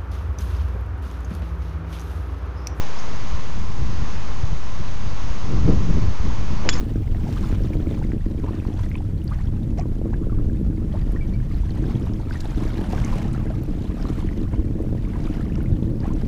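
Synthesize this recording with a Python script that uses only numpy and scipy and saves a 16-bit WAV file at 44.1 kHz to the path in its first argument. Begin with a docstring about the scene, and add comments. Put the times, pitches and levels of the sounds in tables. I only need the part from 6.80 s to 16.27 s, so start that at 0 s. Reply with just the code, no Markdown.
"""A rocket climbs far away, heard from the reedy shore of a lagoon.
From the start its exhaust rumbles and throws off shock fronts that miles of air round into dull thuds;
both arrive directly and off the ground. Close by, wavelets lap with glugs, bubbles and a little spray.
A thin whine stops within 1.4 s, leaving a faint hiss behind it all. About halfway, something peeps
twice. A longer splash follows near 6 s, and the rocket and the water carry on to the end."""
import sys
import numpy as np
from scipy import signal
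from scipy.fft import rfft, irfft, next_fast_len
from scipy.io import wavfile

SR = 44100
rng = np.random.default_rng(int(sys.argv[2]) if len(sys.argv) > 2 else 0)


def unload_audio(sound):
    """Save the sound as a 16-bit wav file, at the path given as the first command line argument."""
    columns = np.transpose(np.atleast_2d(sound))
    # keep every value between -1 and 1, then stretch to whole-number steps
    steps = np.round(np.clip(columns, -1, 1) * 32767)
    wavfile.write(sys.argv[1], SR, steps.astype(np.int16))


N = 417627
TIME = np.arange(N) / SR

# Levels in the tables are starting values: the functions add their own gains.
# how strong the deep rumble is: t/s, level/dB
RUMBLE_LEVELS = [(0, -23), (0.45, -20.5), (1.45, -24), (1.8, -23), (2.3, -22.5), (3.1, -22.5), (3.4, -20.5),
                 (3.85, -23), (4.1, -21.5), (4.75, -22), (5.1, -21.5), (5.7, -23.5), (6.1, -23), (7.3, -24),
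                 (7.9, -21.5), (8.45, -24.5), (8.92, -22.5), (9.4, -23.5)]
# the roar of the exhaust swells and fades on its way through the air: t/s, level/dB
ROAR_LEVELS = [(0, -55), (0.28, -45), (0.5, -25.5), (1.25, -31.5), (1.7, -46), (2.3, -28.5), (2.6, -31.5),
               (2.85, -23.5), (3.15, -35), (3.55, -30.5), (3.88, -27), (4.2, -33), (4.5, -25.5), (4.8, -31),
               (5.05, -26), (5.5, -31.5), (6.0, -28), (6.4, -25), (7.05, -31), (7.6, -28), (8.3, -30.5),
               (8.9, -21.5), (9.2, -27.5), (9.4, -25)]
# the crackle of small shock fronts comes in spells: t/s, level/dB
CRACKLE_LEVELS = [(0.1, -43), (0.33, -46), (0.85, -41), (1.45, -41), (1.95, -43), (2.15, -45),
                  (2.35, -46.5), (2.6, -48.5), (2.85, -44.5), (3.25, -41.5), (3.7, -40), (4.1, -43.5),
                  (4.45, -45.5), (4.8, -48), (5.0, -41), (5.5, -43.5), (5.8, -39), (6.5, -44), (6.95, -40),
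                  (7.3, -42.5), (7.85, -40), (8.35, -41.5), (8.7, -40.5), (9.4, -38)]
# the strongest shock fronts (a higher cutoff gives a sharper edge): t/s, level/dB, cutoff/Hz
BIG_SHOCKS = [(0.03, -16.5, 360), (0.157, -11.5, 370), (0.725, -14.5, 393), (0.805, -18, 440),
              (0.845, -19, 420), (0.905, -16.5, 563), (0.953, -15, 500), (0.968, -18, 447),
              (1.001, -16, 430), (1.07, -15.5, 510), (1.111, -17, 536), (1.12, -19.5, 540),
              (1.333, -12, 340), (1.346, -18, 430), (1.463, -12, 317), (1.643, -14, 460), (1.708, -15, 430),
              (1.886, -12, 306), (3.056, -15, 510), (3.215, -15, 556), (3.256, -13, 497),
              (3.415, -13.5, 300), (3.469, -15, 450), (3.812, -11.5, 323), (3.899, -14, 295),
              (4.35, -14, 304), (5.774, -13.5, 313), (5.853, -13.5, 394), (5.99, -12.5, 378),
              (6.015, -12.5, 360), (6.134, -16, 620), (6.358, -16, 543), (6.656, -18, 600),
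              (6.703, -28, 625), (7.301, -12, 346), (7.446, -14.5, 376), (7.577, -14, 320),
              (7.616, -12.5, 340), (7.78, -15, 308), (7.845, -18, 380), (7.961, -21, 402),
              (7.988, -20, 560), (8.002, -14.5, 466), (8.048, -18, 530), (8.126, -14.5, 520),
              (8.149, -16, 570), (8.498, -16.5, 380), (8.786, -14.5, 356)]
# the deepest booms: t/s, f/Hz, level/dB
DEEP_BOOMS = [(0.317, 32.3, -18), (0.574, 44, -14), (2.009, 95, -15), (3.83, 170, -16.5),
              (3.87, 47.4, -8.5), (4.161, 87, -16.5), (5.764, 49.5, -12), (7.799, 55, -17),
              (8.921, 85, -12.5)]
# wavelets run up the bank and drain away; the short ones only slosh:
# crest t/s, wash level/dB, rise/s, fall/s, spray compared with wash/dB
SHORE_WAVELETS = [(0.0, -53.5, .1, 0.15, -3.5), (0.66, -52.5, 0.6, 0.45, -3.5), (0.94, -60, .04, .08, -1),
                  (1.12, -55.5, 0.3, 0.31, -3), (1.659, -52, 0.075, 0.2, -10.5),
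                  (2.031, -52.5, 0.31, 0.13, -4.5), (2.529, -52.5, 0.068, 0.23, -8),
                  (3.335, -53, 0.017, 0.0078, -25), (3.52, -60, 0.046, 0.032, -28),
                  (4.149, -52, 0.073, 0.27, -8.5), (4.74, -57, 0.064, 0.21, -3.5),
                  (5.101, -50.5, 0.38, 0.37, -7), (5.531, -49, 0.02, 0.11, -7),
                  (5.78, -49.5, 0.17, 0.25, -4), (6.0, -49, 0.4, 0.62, -7), (6.359, -47, 0.32, 0.38, -13.5),
                  (7.03, -54.5, 0.16, .08, -1.5), (7.3, -49.5, 0.35, 0.42, -6),
                  (7.739, -48.5, 0.03, 0.033, -28), (8.36, -51, 0.097, 0.083, -12),
                  (8.52, -51, 0.39, 0.26, -7), (8.79, -53, 0.28, 0.088, -20),
                  (9.241, -47, 0.019, 0.044, -24), (9.45, -54, 0.33, .2, -5)]
# wavelets that break or slap, plus one droplet tick at 6.527 s: t/s, length/s, fall/s, level/dB, mist compared
# with that level/dB
BREAKING_CRESTS = [(0.458, 0.26, 0.032, -49, -9.5), (0.711, 0.02, .04, -44.5, -33),
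                   (1.741, 0.002, 0.014, -47, -11), (1.988, .003, 0.015, -49, -11),
                   (2.974, 0.02, .013, -46, -13), (5.497, 0.003, 0.012, -51, -2),
                   (5.601, 0.0062, 0.0081, -50, 2.5), (6.102, 0.32, 0.05, -45.5, -11.5),
                   (6.527, .003, .025, -56, -2)]
# clear bubbles, high droplet ticks and the second peep's faint overtone (at 4.536 s):
# t/s, f/Hz, level/dB, t60/s (the time to fade by 60 dB)
SHORT_PINGS = [(0.276, 2070, -44, .015), (0.347, 680, -36.5, 0.039), (0.347, 1820, -39, 0.011),
               (0.534, 5280, -45, .008), (0.487, 640, -32.5, .025), (0.567, 1200, -35, 0.03),
               (0.649, 4820, -46, .006), (0.726, 1490, -36.5, .012), (0.836, 5400, -43.5, .006),
               (0.934, 2250, -37, 0.012), (1.07, 2200, -41, .012), (1.111, 3450, -43, 0.0098),
               (1.146, 2290, -43, .014), (1.175, 1010, -41, 0.022), (1.215, 830, -36, .029),
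               (1.225, 1460, -40, .015), (1.24, 2060, -39, 0.013), (1.319, 1850, -33, .0056),
               (1.638, 960, -39.5, .064), (1.743, 2620, -46, .004), (1.8, 2460, -41.5, 0.013),
               (1.851, 940, -32, .0067), (1.992, 995, -37, 0.024), (2.011, 8500, -49, .004),
               (2.062, 1830, -43, .014), (2.099, 13500, -45, .003), (2.115, 2090, -35.5, .014),
               (2.143, 2230, -43, .033), (2.154, 2460, -31.5, 0.012), (2.155, 980, -38, 0.022),
               (2.205, 760, -36, 0.019), (2.165, 9000, -45, .002), (2.417, 2860, -45, .012),
               (2.443, 11000, -40, .002), (2.478, 4560, -38, 0.0093), (2.591, 1780, -42, 0.017),
               (2.673, 3220, -46, .012), (2.986, 1960, -40, .01), (2.992, 726, -31, 0.035),
               (2.985, 5540, -43, 0.017), (2.997, 5240, -37, .0049), (2.997, 5900, -45, .014),
               (3.011, 2260, -40, .009), (3.011, 1110, -44, 0.078), (3.332, 840, -31, 0.0085),
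               (3.339, 1620, -36.5, 0.026), (3.496, 1290, -41.5, 0.041), (3.526, 1130, -41, 0.039),
               (3.586, 1250, -42, 0.02), (3.697, 1580, -46, 0.025), (4.214, 4670, -49, .012),
               (4.322, 11000, -42, .002), (4.362, 1850, -39.5, .046), (4.536, 4260, -55, .05),
               (4.715, 2070, -43, .012), (4.834, 915, -43, .022), (4.893, 1840, -42, .012),
               (4.906, 4250, -41.5, .011), (5.153, 3220, -42, .012), (5.268, 950, -37, 0.02),
               (5.336, 5200, -43, .006), (5.399, 890, -39, .025), (5.509, 1500, -30, 0.014),
               (5.522, 4560, -42, .009), (5.555, 1840, -36.5, 0.054), (5.606, 4540, -29, 0.0022),
               (5.609, 6940, -42, .0069), (5.981, 4060, -41, 0.011), (6.132, 720, -25.5, 0.032),
               (6.18, 1520, -32.5, .016), (6.24, 2070, -37, .014), (6.248, 6100, -28, .004),
               (6.327, 984, -33, 0.047), (6.359, 9000, -42, .002), (6.532, 8250, -37, .002),
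               (6.547, 1340, -35.5, .026), (6.579, 1250, -40, 0.022), (6.703, 630, -30.5, 0.04),
               (6.835, 12500, -35.5, 0.001), (7.226, 4940, -36, .0033), (7.253, 1100, -30.5, .014),
               (7.425, 940, -38, .022), (7.489, 1850, -34, 0.0074), (7.735, 950, -37, 0.017),
               (8.025, 8550, -46, .005), (8.25, 2200, -43, .014), (8.356, 980, -37, 0.028),
               (8.442, 4710, -45, .009), (8.455, 3600, -41, 0.0084), (8.475, 1230, -37.5, 0.022),
               (8.53, 1820, -47, .015), (8.584, 1570, -43, 0.022), (8.61, 1290, -43, .02),
               (8.665, 2060, -46, 0.017), (8.698, 1720, -45, .018), (8.723, 2480, -44, 0.014),
               (8.754, 2720, -43, 0.012), (8.756, 5260, -40, .005), (8.805, 1450, -41, .028),
               (8.83, 11500, -44, .002), (8.859, 2070, -40.5, 0.014), (9.204, 4700, -41.5, .006),
               (9.232, 1660, -43, .018), (9.253, 757, -36, 0.044), (9.336, 6300, -42, .004)]
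# air that the wavelets trap against the bank: t/s, length/s, start f/Hz, end f/Hz, level/dB
AIR_POCKETS = [(0.457, 0.028, 676, 890, -38), (0.627, 0.027, 1060, 1340, -38),
               (1.667, 0.036, 820, 1230, -37), (2.508, 0.03, 910, 1670, -37),
               (2.592, 0.026, 920, 1330, -48), (2.972, 0.038, 535, 860, -34), (3.412, 0.04, 983, 1440, -50),
               (4.133, 0.029, 470, 880, -32), (4.134, .03, 850, 1400, -50), (4.339, 0.029, 794, 1700, -45),
               (6.722, .035, 647, 910, -45), (9.292, 0.039, 866, 1240, -41)]
# two short peeps, perhaps a far bird: t/s, level/dB
PEEP_NOTES = [(4.407, -40.5), (4.536, -45.5)]

# A spectrum says how strong the low and high parts of a sound are, compared with each other.
RUMBLE_SPECTRUM = [(8, 0), (16, 1), (32, 0.5), (50, 0.1), (75, -4), (110, -8.5), (160, -14), (240, -26),
                   (500, -92)]  # deep rumble of the exhaust: f/Hz, level/dB
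ROAR_SPECTRUM = [(60, -13), (130, 5.5), (180, 6), (250, -6), (330, -8.5), (400, -22.5), (520, -19.5),
                 (750, -36), (1200, -52), (2500, -85)]  # roar of the exhaust: f/Hz, level/dB
WASH_SPECTRUM = [(300, 9.5), (600, 6), (900, 1.5), (1400, -5), (2200, -7.5), (3000, -14), (5000, -58),
                 (14000, -51)]  # water running up the bank: f/Hz, level/dB
SPRAY_SPECTRUM = [(1500, 7.5), (3000, 2.5), (4500, -2), (6000, -5), (8000, -11), (11000, -14.5),
                  (15000, -20)]  # spray of the wavelets: f/Hz, level/dB
SPLASH_SPECTRUM = [(350, 4.5), (700, 3), (1400, -4), (2800, -6.5), (5500, -24), (9000, -48)]  # a breaking crest: f/Hz, level/dB
MIST_SPECTRUM = [(1500, -21), (3500, 2), (6000, 4.5), (9000, -4), (15000, -10)]  # fine mist thrown up by a splash: f/Hz, level/dB
HISS_SPECTRUM = [(300, 7), (1000, 12), (3000, -2), (7000, -3.5), (15000, -8)]  # background hiss: f/Hz, level/dB


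def rocket(rumble_gain_db=2.0, roar_gain_db=-2.0, flutter_db=1.16):
    """The swirling exhaust rumbles and roars, with shock fronts and a few deep booms on top."""
    rumble = from_db(level_curve(RUMBLE_LEVELS) + rumble_gain_db) * noise(RUMBLE_SPECTRUM)
    roar_db = level_curve(ROAR_LEVELS) + roar_gain_db + flutter_db * drift(1.37)
    roar = from_db(roar_db) * noise(ROAR_SPECTRUM)
    return ground_echo(rumble + roar + ringing(shocks()) + booms())


def shocks(crackle_gain_db=8.5, big_gain_db=-3.0, sharp_db=-7.5):
    """Small shock fronts, most dull and some sharp, make a crackle; the big ones stand out as thuds."""
    dull = signal.fftconvolve(shock_train(per_s=90, bunching=0.7), thud(cutoff_hz=340))[:N]
    sharp = signal.fftconvolve(shock_train(per_s=45, bunching=0.6), thud(cutoff_hz=570))[:N]
    crackle = rms_one(dull + from_db(sharp_db) * sharp)
    out = from_db(level_curve(CRACKLE_LEVELS) + crackle_gain_db) * crackle
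    for t, db, cutoff_hz in BIG_SHOCKS:
        add(out, t, from_db(db + big_gain_db) * thud(cutoff_hz))
    return out


def shock_train(per_s, bunching, spread_db=3.0):
    """One click per shock front. Fronts that meet on the way merge, so those that arrive are spaced out."""
    gaps, sizes = rng.standard_normal((4000, 2)).T
    when = np.cumsum(np.exp(bunching * gaps)) / per_s
    heard = when < TIME[-1]
    out = np.zeros(N)
    out[(when[heard] * SR).astype(int)] = from_db(spread_db * np.minimum(sizes[heard], 2))
    return out


def thud(cutoff_hz, swing_hz=245, t60=0.0061):
    """A shock front is one quick swing of pressure, its edge rounded off by the air."""
    click = signal.unit_impulse(SR // 20)
    swing = np.diff(ring(click, swing_hz, t60), prepend=0)
    rounded = keep_band(swing, cutoff_hz, "low")
    return -rounded / np.abs(rounded).max()


def ringing(thuds, hz=324, t60=0.037, tail_db=-12):
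    """The thuds ring on faintly at one low pitch."""
    tail = rms_one(ring(thuds, hz, t60))
    return thuds + from_db(tail_db) * thuds.std() * tail


def booms(cycles=3.5):
    """A large swirl of exhaust arrives as a few slow swings of pressure that swell and die."""
    out = np.zeros(N)
    for t, hz, db in DEEP_BOOMS:
        age = np.arange(int(cycles / hz * SR)) / SR
        boom = np.hanning(len(age)) * np.sin(2 * np.pi * hz * age)
        add(out, t - age[-1] / 2, from_db(db) * boom)
    return out


def ground_echo(direct, delay_s=0.00924, strength=0.26):
    """A copy bounces off the ground and comes just later, lifting some pitches and weakening others."""
    echo = np.interp(TIME - delay_s, TIME, direct, left=0)
    return (direct + strength * echo) / np.hypot(1, strength)  # keeps the overall power


def lapping(wash_gain_db=3.5, spray_gain_db=4.5, wash_swish=0.87, spray_swish=1.05, slosh_db=1.82):
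    """Wavelets fold air into the water: a gurgling wash and a finer spray, denser as each one grows."""
    wash_db, spray_db = wavelet_levels()
    busy = from_db(wash_db - wash_db.mean())
    gurgle = froth(low_hz=586.4, high_hz=3670, per_s=900 * busy, spread_db=3.5, cycles=45)
    fizz = froth(low_hz=2955, high_hz=14360, per_s=1200 * busy, spread_db=4.0, cycles=37)
    swish = rng.standard_normal((2, N))
    wash = from_db(wash_db + wash_gain_db) * coloured(gurgle + wash_swish * swish[0], WASH_SPECTRUM)
    spray = from_db(spray_db + spray_gain_db) * coloured(fizz + spray_swish * swish[1], SPRAY_SPECTRUM)
    return (wash + spray) * from_db(slosh_db * drift(38))


def wavelet_levels(calm_wash_db=-58.5, calm_spray_db=-64.5):
    """Each wavelet grows to its crest and sinks back to calm; gives the wash and spray levels in dB."""
    wash_power, spray_power = from_db(calm_wash_db) ** 2, from_db(calm_spray_db) ** 2
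    for t, db, rise_s, fall_s, spray_db in SHORE_WAVELETS:
        from_crest = np.maximum((t - TIME) / rise_s, (TIME - t) / fall_s)
        swell = from_db(db) * np.exp(-from_crest.clip(0, 20))
        wash_power += swell ** 2
        spray_power += (swell * from_db(spray_db)) ** 2
    return 10 * np.log10(wash_power), 10 * np.log10(spray_power)


def froth(low_hz, high_hz, per_s, spread_db, cycles):
    """A swarm of small bubbles, many weak and a few strong, each ringing at a pitch set by its size."""
    born = rng.random(N) < per_s / SR
    strength = from_db(spread_db * np.minimum(rng.exponential(1, N), 4))
    strength *= rng.choice([-1, 1], N)
    hz = low_hz * (high_hz / low_hz) ** rng.random(N)
    out = np.zeros(N)
    for i in np.flatnonzero(born):
        # high bubbles die sooner and are spread more thinly, so a boost by pitch keeps the swarm even
        add(out, i / SR, strength[i] * hz[i] * bubble(hz[i], cycles / hz[i]))
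    return rms_one(out)


def bubble(hz, t60, rise=0.11, onset_cycles=0.73):
    """A bubble pinches off, swells within a cycle and rings out, rising in pitch near the surface."""
    age = np.arange(int(t60 * SR) + 8) / SR
    onset = 1 - np.exp(-(age * hz / onset_cycles) ** 2)
    swell = onset * np.exp(-np.log(1000) * age / t60)
    phase = 2 * np.pi * hz * age * (1 + rise * age / t60 / 2)
    return swell / swell.max() * np.sin(phase)


def splashes(gain_db=1.0, rise_s=0.001, patter_db=4.0):
    """A breaking crest starts at once, patters while it spills, throws up a fine mist and dies away."""
    spill, mist = 0, 0
    for t, length_s, fall_s, db, mist_db in BREAKING_CRESTS:
        onset = np.clip((TIME - t) / rise_s, 0, 1)
        fade = np.exp(-np.maximum(TIME - t - length_s, 0) / fall_s)
        burst = from_db(db) * onset * fade
        spill += burst
        mist += burst * from_db(mist_db)
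    water = spill * noise(SPLASH_SPECTRUM) + mist * noise(MIST_SPECTRUM)
    return water * from_db(gain_db + patter_db * drift(160))


def pings(gain_db=4.0, trail_db=-11, trail_delay_s=0.018, trail_octaves=0.345, trail_count=3):
    """Clear bubbles, droplet ticks and a peep's overtone ring briefly, each trailed by weaker pings."""
    out = np.zeros(N)
    for t, hz, db, t60 in SHORT_PINGS:
        add(out, t, from_db(db + gain_db) * bubble(hz, t60))  # all use a bubble's short rising tone
        delays = rng.exponential(trail_delay_s, trail_count)
        pitches = hz * 2 ** rng.normal(0, trail_octaves, trail_count)
        for delay, trail_hz in zip(delays, np.minimum(pitches, 0.45 * SR)):
            add(out, t + delay, from_db(db + trail_db) * bubble(trail_hz, t60))
    return out


def glugs(gain_db=1.5, waver=0.081, churn=0.4, shed_db=-8, shed_octaves=0.38, shed_count=4):
    """A pocket of air shrinks as water closes over it: its note slides up and it sheds bubbles."""
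    out = np.zeros(N)
    wobble = 1 + waver * drift(170)
    # churning water thickens the note by shaking its level and phase
    churning = 1 + churn * (drift(330) + 1j * drift(330))
    for t, length_s, start_hz, end_hz, db in AIR_POCKETS:
        span = np.arange(int(t * SR), int((t + length_s) * SR))
        progress = np.linspace(0, 1, len(span))
        hz = start_hz * (end_hz / start_hz) ** progress * wobble[span]
        tone = np.exp(2j * np.pi * np.cumsum(hz) / SR)
        note = rms_one(np.imag(churning[span] * tone)) / np.sqrt(2)
        add(out, t, from_db(db + gain_db) * np.sin(np.pi * progress) * note)
        delays = 2 * length_s * rng.random(shed_count)
        pitches = end_hz * 2 ** rng.normal(0, shed_octaves, shed_count)
        for delay, shed_hz in zip(delays, pitches):
            add(out, t + delay, from_db(db + shed_db) * bubble(shed_hz, t60=0.019))
    return out


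def stray_bubbles(low_hz, high_hz, per_s, base_db, spread_db, cycles, follows):
    """Lone bubbles ring at random moments and pitches, louder while a wavelet runs."""
    wash_db, _ = wavelet_levels()
    level_db = base_db + follows * (wash_db - wash_db.mean())
    out = np.zeros(N)
    for when, pitch, strength in rng.random((int(per_s * N / SR), 3)):
        i = int(when * N)
        hz = low_hz * (high_hz / low_hz) ** pitch
        db = level_db[i] + spread_db * (2 * strength - 0.5)
        add(out, i / SR, from_db(db) * bubble(hz, cycles / hz, rise=0.21))
    return out


def peeps(hz=2310, length_s=0.07, waver=0.0108, flutter_db=0.5, rise_s=0.004, fall_s=0.027):
    """Each peep is a whistle that starts quickly, trembles in pitch and level, and fades."""
    age = np.arange(int(length_s * SR)) / SR
    shape = np.minimum(age / rise_s, 1) * np.exp(-(age / fall_s) ** 2)
    loudness = np.zeros(N)
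    for t, db in PEEP_NOTES:
        add(loudness, t, from_db(db) * shape)
    flutter = from_db(flutter_db * drift(90))
    phase = 2 * np.pi * hz * np.cumsum(1 + waver * drift(160)) / SR
    return loudness * flutter * np.sin(phase)


def background(hiss_db=-59.5, whine_db=-68, whine_hz=15360, whine_end_s=1.36, fade_s=0.16):
    """A faint even hiss, and a thin high whine that soon stops."""
    hiss = from_db(hiss_db) * noise(HISS_SPECTRUM)
    whine = np.sqrt(2) * np.sin(2 * np.pi * whine_hz * TIME + 1.1 * drift(190))
    fade = np.clip((whine_end_s - TIME) / fade_s, 0, 1)
    return hiss + from_db(whine_db) * whine * fade


def from_db(db):
    """Turn decibels into a number to multiply by."""
    return 10 ** (np.asarray(db) / 20)


def rms_one(x):
    """Scale a signal so that its typical size (root mean square) is 1."""
    return x / np.sqrt(np.mean(x ** 2) + 1e-20)


def level_curve(table):
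    """Join a table's levels with straight lines, giving one level per sample."""
    times, levels = np.transpose(table)
    return np.interp(TIME, times, levels)


def coloured(x, spectrum):
    """Shape a signal's lows and highs with a spectrum table; typical size 1."""
    size = next_fast_len(N)
    hz, db = np.transpose(spectrum)
    bin_hz = np.maximum(np.fft.rfftfreq(size, 1 / SR), 1)
    gains = from_db(np.interp(np.log(bin_hz), np.log(hz), db))
    return rms_one(irfft(rfft(x, size) * gains, size)[:N])


def noise(spectrum):
    """Steady noise with the given spectrum."""
    return coloured(rng.standard_normal(N), spectrum)


def drift(per_s):
    """A smooth random wander that changes about per_s times a second; typical size 1."""
    step, warm_up = 40, 2000  # samples per point, points thrown away
    r = np.exp(-2 * np.pi * per_s * step / SR)
    jitter = rng.standard_normal(N // step + warm_up + 2)
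    slow = signal.lfilter([1], [1, -2 * r, r * r], jitter)[warm_up:]
    return np.interp(np.arange(N) / step, np.arange(len(slow)), rms_one(slow))


def keep_band(x, hz, side):
    """Keep the "low" or "high" side of hz and fade out the other."""
    return signal.sosfilt(signal.butter(4, hz, side, fs=SR, output="sos"), x + 1e-18)


def ring(x, hz, t60):
    """Each click in x starts a tone that fades by 60 dB in t60 seconds."""
    decay, turn = from_db(-60 / (t60 * SR)), 2 * np.pi * hz / SR
    return signal.lfilter([0, np.sin(turn)], [1, -2 * decay * np.cos(turn), decay * decay], x + 1e-18)


def add(out, t, sound):
    """Mix a short sound in at t seconds."""
    piece = out[int(t * SR):][:len(sound)]
    piece += sound[:len(piece)]


def scene():
    """The far rocket and the near shore, in one channel."""
    gurgles = stray_bubbles(698, 1860, per_s=11, base_db=-49.5, spread_db=5.5, cycles=46, follows=0.9)
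    trickle = stray_bubbles(1750, 3670, per_s=22, base_db=-58.5, spread_db=7.0, cycles=31, follows=0.35)
    exhaust = rocket()
    shore = lapping() + splashes() + pings() + glugs() + gurgles + trickle
    return (exhaust + shore + peeps() + background())[None]


def record(dry):
    """The sound fades in at once; the microphone loses the very deepest bass; the top is cut steeply."""
    fade_s, low_hz, high_hz = 0.005, 17, 15500
    faded = dry * np.minimum(TIME / fade_s, 1)
    heard = keep_band(faded, low_hz, "high")
    return signal.sosfilt(signal.ellip(12, 0.1, 90, high_hz, fs=SR, output="sos"), heard)


dry = scene()
out = record(dry)
unload_audio(out)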